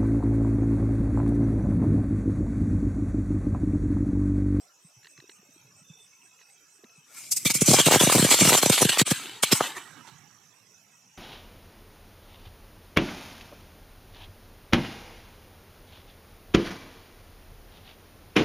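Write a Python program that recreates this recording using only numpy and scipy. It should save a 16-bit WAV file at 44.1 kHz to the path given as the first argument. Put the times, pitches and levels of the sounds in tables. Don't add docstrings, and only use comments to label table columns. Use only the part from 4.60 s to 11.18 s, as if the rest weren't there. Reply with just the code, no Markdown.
import sys
import numpy as np
from scipy import signal
from scipy.io import wavfile
from scipy.ndimage import uniform_filter1d

SR = 44100
rng = np.random.default_rng(int(sys.argv[2]) if len(sys.argv) > 2 else 0)


def rack_gain(trim_db):
    fader = np.asarray(trim_db, float)
    return 10 ** (fader / 20)


def waveform_to_disk(signal):
    frames = np.transpose(np.atleast_2d(signal))
    scaled = np.clip(frames, -1, 1) * 32767
    samples = np.round(scaled).astype(np.int16)
    wavfile.write(sys.argv[1], SR, samples)


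N = 289970
T = np.arange(N) / SR

# [f/Hz, level/dB]
NIGHT_SPECTRUM = [(29, -47), (50, -13), (137, -12), (1410, -8.5), (1930, -12.5), (2640, -8.5),
                  (2900, -11.5), (4580, -17), (5820, -3), (8560, -13.5), (9420, -23), (11100, -16),
                  (14500, -20.5), (15600, -30)]
NIGHT_DB = -61
# [f/Hz, likeness 0-1]
NIGHT_LIKENESS = [(100, 1.0), (1400, 0.47), (4000, 0.27), (5000, 0.77), (15000, 0.18)]
# [f/Hz, level/dB]
ROLL_SPECTRUM = [(60, -11.0), (130, 6.5), (250, -5.5), (400, -18), (800, -50)]
# [t/s, level/dB]
ROLL_LEVEL = [(0, -99), (1.12, -64.5), (1.54, -77), (2.4, -82), (3.0, -43.5), (4.3, -64), (4.62, -57),
              (4.88, -66), (5.13, -63), (5.5, -58.5), (5.8, -66.5), (6.3, -68.5), (6.58, -76)]

# [f/Hz, width/Hz, pulse rate/Hz, pulse depth 0-1]
TRILLS = [(2591, 55, 56, 0.4), (5752, 200, 56, 0.98), (3550, 75, 23, 0)]
# [t/s, level/dB]
TRILL_LEVELS = [
    [(0, -85), (.6, -62), (.92, -71.5), (1.2, -67.5), (1.8, -66), (2.12, -74), (2.4, -63), (2.6, -80),
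     (5.9, -75), (6.4, -69), (6.58, -80)],
    [(0, -70), (1.2, -65), (2.4, -69.5), (5.2, -69), (5.7, -63.5), (6.1, -68)],
    [(1.2, -99), (1.27, -62.5), (1.45, -62.5), (1.52, -99)],
]
# [t/s, level/dB]
CHIRPS = [(.035, -62), (0.262, -58), (.515, -59.5), (.74, -58), (.955, -62), (1.19, -60.5), (1.43, -58),
          (1.66, -59.5), (1.92, -60), (2.145, -61), (2.38, -62)]
CHIRP_HZ, CHIRP_WIDTH_HZ, CHIRP_MS = 8160, 440, 45

# [t/s, level before make-up gain/dB, f/Hz]
BUMPS = [(0.245, -58, 167), (0.364, -61, 121), (0.58, -59, 137), (0.585, -61.5, 332), (0.623, -61, 340),
         (0.64, -57.5, 383), (0.692, -58, 385), (0.79, -65, 194), (0.829, -64.5, 390), (0.888, -63.5, 260),
         (0.961, -61, 316), (1.046, -65, 133), (1.213, -61, 173), (1.298, -50.5, 159), (2.236, -54.5, 402),
         (2.243, -57.5, 235), (2.377, -61, 153)]
# [t/s, level before make-up gain/dB]
TICKS = [(0.4294, -45), (0.4447, -39.5), (0.4542, -41), (0.4688, -36), (0.5756, -42.5), (0.6, -38.5),
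         (0.6938, -33.5), (0.714, -46), (1.7903, -47), (1.804, -52), (1.8124, -43), (1.825, -49),
         (1.8974, -50), (2.2403, -41), (2.2932, -51)]
TICK_RISE_MS = 1.8
# [f/Hz, width/Hz, level/dB]
CASE_RINGS = [(1070, 770, -17), (1840, 750, -1), (2700, 570, -4.5), (3930, 640, -2.5)]

# [f/Hz, level/dB]
HISS_SPECTRUM = [(120, -26.5), (200, -9), (454, -18), (642, -23), (860, -10.5), (1460, -10.5), (2430, -10),
                 (2760, -2), (4770, -7.5), (8240, 1), (9190, -5), (14500, -12.5), (15600, -30.5)]
# [f/Hz, likeness 0-1]
LIKENESS = [(100, 1), (4200, 1), (4800, 0.54), (8000, 0.25), (15000, .2)]
BAND_STARTS_HZ = [4650, 2000]
# [t/s, level/dB]
JET = [(2.44, -72.5), (2.58, -44.5), (2.69, -47), (2.82, -56.5), (2.94, -46), (3.03, -39), (3.12, -24),
       (3.25, -28.5), (3.44, -28.5), (3.59, -25), (3.75, -28.5), (3.9, -23), (4.05, -30.5), (4.2, -29),
       (4.3, -36.5), (4.48, -44), (4.62, -49.5), (4.78, -56), (4.9, -85)]
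# [t/s, middle level/dB, low level/dB]
DEPTH = [(2.5, -7.5, -9), (2.75, -13.5, -25), (3.1, -9.5, -22.5), (3.22, -4, -8.5), (4.0, -5, -11.5),
         (4.5, -4.5, -9.5), (4.65, 6, -1.5), (4.8, 7.5, 2), (4.83, -4.5, -12.5), (4.95, -6, -7),
         (5.04, -5.5, 0.5)]
# [t/s, treble level/dB, nominal width/ms, dullness (lift of lower bands)/dB]
PUFFS = [(2.722, -21, 14.5, -8), (2.771, -24, 12.6, -4), (2.857, -22, 10.2, 5.5), (2.872, -22.5, 23, 9),
         (2.908, -22.5, 16, 7.5), (2.953, -22, 22.7, -5.5), (3.018, -20.5, 15, -2.5),
         (3.064, -23.5, 8.1, -4), (3.085, -19, 25, 2.5), (3.114, -21.5, 13, 2), (3.141, -18.5, 20, -1.5),
         (3.198, -20, 17, 2.5), (3.264, -20, 12, 1.5), (3.279, -22, 10, 1.5), (3.316, -20.5, 6.8, -4.5),
         (3.339, -19, 30, 0.5), (3.41, -20.5, 30, -2.5), (3.437, -21.5, 34, -4.5),
         (3.472, -27.5, 7.5, -7.5), (3.503, -22.5, 11, -1), (3.53, -20, 21, -3.5), (3.555, -21.5, 14, -1.5),
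         (3.6, -28, 30, 3), (3.649, -22, 13, 2), (3.716, -17.5, 24, 2.5), (3.743, -21, 13, 1),
         (3.808, -19, 20, 1.5), (3.862, -22.5, 30, -1.5), (3.895, -17.5, 14, -6.5), (3.94, -21.5, 30, 2.5),
         (3.979, -19, 16, -10), (4.031, -20.5, 10, 2.5), (4.063, -23, 11, -2), (4.1, -16.5, 6.7, 2.5),
         (4.131, -21, 24, 4), (4.185, -28.5, 17, 6), (4.222, -18.5, 15, -0.5), (4.25, -23.5, 8.8, 3.5),
         (4.296, -23.5, 13, 7.5), (4.336, -31.5, 29, 7), (4.396, -19, 19, 4.5), (4.416, -26, 9.6, -1.5),
         (4.477, -32, 27, 1.5), (4.512, -20.5, 13.7, -3), (4.835, -18.5, 12.6, 3.5), (4.925, -18, 12, 0),
         (4.958, -27.5, 30, -7), (5.044, -38.5, 50, 9), (5.172, -43, 22, 3.5), (5.48, -59.5, 20.7, 12.5)]
# [near level/dB, near t60/s, far level/dB, far t60/s, share of the stars/dB, time to arrive/s]
ECHOES = [(-7.5, 0.48, -26.5, 1.6, -39.5, 0.031), (-3.5, 0.5, -21.5, 1.8, -25.5, 0.005),
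          (-5.5, 0.64, -16.5, 1.98, -22, 0.058)]
SPITS_PER_S = 220
# [t/s, depth/dB, width/ms]
DIPS = [(2.888, -6.5, 13), (2.932, -8, 14), (3.235, -4, 20), (3.391, -6, 5.6), (4.01, -6, 9.9),
        (4.443, -37.5, 21)]

# [t/s, blast level/dB, nominal blast f/Hz, crack level before trim/dB]
STARS = [(2.858, -12.5, 260, -30.5), (2.903, -20, 300, -18), (2.953, -21, 220, -30), (3.02, -8, 220, -20.5),
         (3.086, -4, 320, -31.5), (3.092, -12, 180, -22.5), (3.107, -8.5, 280, -22), (3.116, -6, 340, -25),
         (3.135, -9.5, 420, -22), (3.143, -4, 504, -23.5), (3.167, -20, 420, -13), (3.189, -6, 523, -8),
         (3.201, -8.5, 390, -16), (3.266, -8.5, 280, -14), (3.273, -9, 378, -13), (3.285, -5, 540, -17.5),
         (3.312, -7, 577, -14.5), (3.323, -4.5, 627, -11), (3.34, -7, 530, -16), (3.348, -7, 588, -12.5),
         (3.36, -4.5, 407, -15.5), (3.368, -14, 448, -21), (3.411, -5.5, 445, -13.5),
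         (3.425, -16, 580, -18.5), (3.436, -7.5, 261, -20), (3.474, -6, 361, -23),
         (3.499, -6.5, 675, -24.5), (3.524, -9.5, 636, -14.5), (3.55, -9.5, 390, -22),
         (3.557, -5.5, 360, -25.5), (3.566, -11, 290, -34.5), (3.583, -12, 487, -16.5),
         (3.595, -6.5, 278, -29), (3.627, -6.5, 236, -17), (3.649, -6.5, 325, -22.5),
         (3.666, -20.5, 500, -20), (3.715, -10.5, 602, -10.5), (3.73, -19, 558, -11.5),
         (3.743, -9.5, 581, -12.5), (3.792, -17.5, 653, -15.5), (3.811, -11.5, 286, -13.5),
         (3.82, -5, 271, -18), (3.831, -11, 191, -16.5), (3.853, -10, 367, -12), (3.859, -15.5, 354, -17),
         (3.876, -8.5, 193, -11), (3.887, -16, 492, -23), (3.895, -10.5, 691, -12.5),
         (3.906, -12.5, 458, -20.5), (3.923, -6.5, 538, -27), (3.931, -8.5, 565, -18),
         (3.943, -9.5, 590, -23), (3.951, -6, 586, -16.5), (3.978, -18.5, 698, -20.5),
         (3.985, -16, 746, -25), (4.033, -5.5, 550, -19), (4.062, -8.5, 383, -12.5), (4.1, -5, 302, -25.5),
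         (4.13, -25.5, 987, -14.5), (4.18, -12.5, 910, -12.5), (4.21, -13, 614, -24.5),
         (4.22, -7, 411, -32), (4.228, -7, 543, -20.5), (4.253, -7.5, 233, -22), (4.294, -18, 437, -14.5),
         (4.332, -22.5, 850, -17.5), (4.374, -14.5, 748, -18.5), (4.398, -18, 842, -9),
         (4.416, -8.5, 250, -10.5), (4.478, -21.5, 688, -37), (4.516, -8, 276, -24),
         (4.598, -32.5, 903, -40.5), (4.836, -8, 685, -11.5), (4.916, -19.5, 719, -17.5),
         (4.929, -7, 319, -10), (5.009, -4.5, 655, -23), (5.017, -20, 800, -30)]
# [start t/s, end t/s]
SMALL_SPAN_S = (3.27, 3.98)
SMALL_COUNT = 12
SMALL_DB, SMALL_HZ, SMALL_CRACK_DB = -22, 480, -22
THUD_DB, THUD_LOSS_DB, THUD_HZ = -1, -10, 420

# [t/s, left minus right level/dB]
BALANCE = [(0.0, -1.5), (2.14, -3.5), (2.53, 2), (2.86, 0.0), (5.11, 0.0), (5.35, -11.5), (5.77, -10),
           (6.58, -3)]


def power_of(db):
    return rack_gain(2 * db)


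def evened(x):
    return x / np.sqrt(np.mean(x ** 2) + 1e-20)


def curve(points):
    return np.interp(T, *np.transpose(points))


def read(points, hz):
    f, value = np.transpose(points)
    return np.interp(np.log(hz + 1), np.log(f + 1), value)


def add(mix, s, sound):
    part = mix[..., max(round(s * SR), 0):][..., :sound.shape[-1]]
    part += sound[..., :part.shape[-1]]


def bell(s, width_ms):
    return .5 ** (((T - s) * 2000 / width_ms) ** 2)


def resonate(x, hz, width_hz):
    turn = np.exp(2j * np.pi * hz * np.arange(x.shape[-1]) / SR)
    r = np.exp(-np.pi * width_hz / SR)
    return 2 * (turn * signal.lfilter([1 - r], [1, -r], x / turn)).real


def resonate_twice(x, hz, width_hz):
    return resonate(resonate(x, hz, width_hz), hz, width_hz)


def noise(spectrum, patchy_db, lo_hz=0, hi_hz=SR, same=LIKENESS):
    hz = np.fft.rfftfreq(1024, 1 / SR)
    a, b, c, d, broad, thin = rng.standard_normal((N // 256 + 5, len(hz), 6)).T
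    broad = evened(uniform_filter1d(uniform_filter1d(broad, size=12, axis=0), size=6, axis=1))
    thin = evened(uniform_filter1d(uniform_filter1d(thin, size=3, axis=0), size=10, axis=1))
    alike = np.clip(read(same, hz), 0, 1)[:, None]
    mid = np.sqrt(1 + alike) * (a + 1j * b)
    side = np.sqrt(1 - alike) * (c + 1j * d)
    edges = 1 / np.sqrt((1 + (lo_hz / (hz + 1)) ** 24) * (1 + (hz / hi_hz) ** 24))
    gain_db = read(spectrum, hz)[:, None] + patchy_db * (0.54 * broad + 1.47 * thin)
    stereo = np.array([mid + side, mid - side]) * rack_gain(gain_db) * edges[:, None]
    x = signal.istft(stereo, nperseg=1024, noverlap=768)[1][:, :N]
    return x / np.sqrt(np.mean(x.mean(0) ** 2))


def night():
    air = rack_gain(NIGHT_DB) * noise(NIGHT_SPECTRUM, 3.65, same=NIGHT_LIKENESS)
    roll = noise(ROLL_SPECTRUM, 0.9, 0, 800)
    return air + roll * rack_gain(curve(ROLL_LEVEL))


def insects():
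    source = noise([(50, 0), (16000, 0)], 0)
    out = 0
    for (hz, width_hz, rate_hz, depth), level in zip(TRILLS, TRILL_LEVELS):
        strokes = 1 + depth * np.cos(2 * np.pi * rate_hz * T)
        song = evened(resonate_twice(source, hz, width_hz) * strokes)
        out = out + song * rack_gain(curve(level))
    chirps = np.sqrt(sum(power_of(db) * bell(s, CHIRP_MS) for s, db in CHIRPS))
    scrape = evened(resonate_twice(source, CHIRP_HZ, CHIRP_WIDTH_HZ))
    return out + chirps * scrape * (1 + 0.45 * np.cos(2 * np.pi * 212 * T))


def hand():
    bumps, ticks = np.zeros(N), np.zeros(N)
    t = np.arange(3000) / SR
    for s, db, hz in BUMPS:
        u = t * hz / 0.8
        add(bumps, s, rack_gain(db + 19.0) * u * np.exp(-u) * np.sin(2 * np.pi * hz * t))
    for (s, db), scratch in zip(TICKS, rng.standard_normal((len(TICKS), len(t)))):
        u = t * 1000 / TICK_RISE_MS
        add(ticks, s, rack_gain(db + 13.5) * scratch * u * np.exp(-u))
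    return bumps + sum(rack_gain(db) * resonate_twice(ticks, hz, width) for hz, width, db in CASE_RINGS)


def puff_powers(depth):
    puffs = np.zeros((3, N))
    for at, db, width_ms, dull_db in PUFFS:
        near = slice(round((at - .1) * SR), round((at + .1) * SR))
        u = (T[near] - at) * 2000 / width_ms
        shape = .5 ** np.where(u < 0, (abs(u) / 0.87) ** 2.7, (u / 1.18) ** 2)
        shape = shape ** np.array([[1], [1.6], [1.7]])
        band_db = db + dull_db * np.array([[0], [1], [.6]])
        puffs[:, near] += power_of(band_db) * shape * depth[:, near]
    return puffs


def add_echoes(power, puffs):
    stars = np.zeros(N)
    for at, db, *_ in STARS:
        stars[round(at * SR)] += power_of(db) * SR / 100
    t = T[:2 * SR]
    for band, puff, (near_db, near_s, far_db, far_s, star_db, rise_s) in zip(power, puffs, ECHOES):
        near = power_of(near_db - 60 * t / near_s)
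        far = power_of(far_db - 60 * t / far_s)
        tail = (near + far) * 20 / SR * (1 - np.exp(-(t / rise_s) ** 2))
        struck = puff + power_of(star_db) * stars
        add(band, 0, abs(signal.fftconvolve(struck, tail)[:N]))


def hiss():
    s, *depth_db = np.transpose(DEPTH)
    depth = np.array([T ** 0] + [power_of(np.interp(T, s, db)) for db in depth_db])
    puffs = puff_powers(depth)
    jet_db = np.interp(T, *np.transpose(JET), -120, -120)
    power = power_of(jet_db) * depth + puffs
    add_echoes(power, puffs)
    snaps = (rng.random(N) < SPITS_PER_S / SR) * np.minimum(rng.exponential(1, N), 4)
    spit = signal.oaconvolve(snaps, np.exp(-T[:400] / 0.00046))[:N]
    power *= 1 + np.array([[.8], [2.5], [2.2]]) * spit
    top, middle = BAND_STARTS_HZ
    treble = noise(HISS_SPECTRUM, 3.0, top)
    mid = noise(HISS_SPECTRUM, 2.7, middle, top)
    low = noise(HISS_SPECTRUM, 3.3, 250, middle)
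    mouth = rack_gain(np.interp(T, [2.5, 3.0, 3.2], [-1.5, -1.5, -12]))
    mid = mid + mouth * evened(resonate_twice(mid, 2273, 490))
    return sum(np.sqrt(p) * band for p, band in zip(power, [treble, mid, low]))


def small_stars():
    return [(np.interp(p, (0, 1), SMALL_SPAN_S), SMALL_DB + 8 * (q - .5),
             SMALL_HZ * 2 ** (r - .5), SMALL_CRACK_DB + 8 * (w - .5))
            for p, q, r, w in rng.random((SMALL_COUNT, 4))]


def pops():
    out = np.zeros(N)
    t = np.arange(-300, 1500) / SR
    stars = [*STARS, *small_stars()]
    for (s, db, hz, crack_db), (a, b) in zip(stars, rng.standard_normal((len(stars), 2, len(t)))):
        u = np.maximum(t * hz + 0.39, 0)
        blast = 2.73 * u * np.exp(-(u / 0.7) ** 1.51) * np.sin(2 * np.pi * u ** 0.65 * 1.08)
        blast += 0.42 * np.exp(-((u - .27) / 0.082) ** 2)
        ragged = 0.18 * evened(resonate_twice(b, 1.59 * hz, 0.9 * hz)) * np.exp(-abs(t) / 0.0047)
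        v = np.maximum(t + 0.0013, 0) * 135
        thud_db = THUD_DB + THUD_LOSS_DB * (hz / THUD_HZ) ** 2
        thud = -5.5 * v * np.exp(-v / 0.37) * np.cos(2 * np.pi * v)
        crack = evened(resonate(resonate(a, 2800, 4500), 2900, 4100)) * np.exp(-abs(t) / 0.003)
        body = blast + ragged + rack_gain(thud_db) * thud
        add(out, s + t[0], rack_gain(db) * body + rack_gain(crack_db - 5.5) * crack)
    return out


def scene():
    dip_db = sum(db * bell(s, width_ms) for s, db, width_ms in DIPS)
    mix = (night() + hiss()) * rack_gain(dip_db) + insects() + hand() + pops()
    lean = rack_gain(curve(BALANCE))
    return mix * np.array([lean, lean ** 0]) * 2 / (1 + lean)


def top_cut(x):
    return signal.sosfilt(signal.butter(12, 16110, fs=SR, output="sos"), x)


def record(dry):
    bass_cut = signal.butter(5, 100, "high", fs=SR, output="sos")
    heard = signal.sosfilt(bass_cut, dry) + rack_gain(-32.5) * dry
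    finished = 1.041 * np.tanh(heard / 1.157)
    return top_cut(finished)


dry = scene()
out = record(dry)
waveform_to_disk(out)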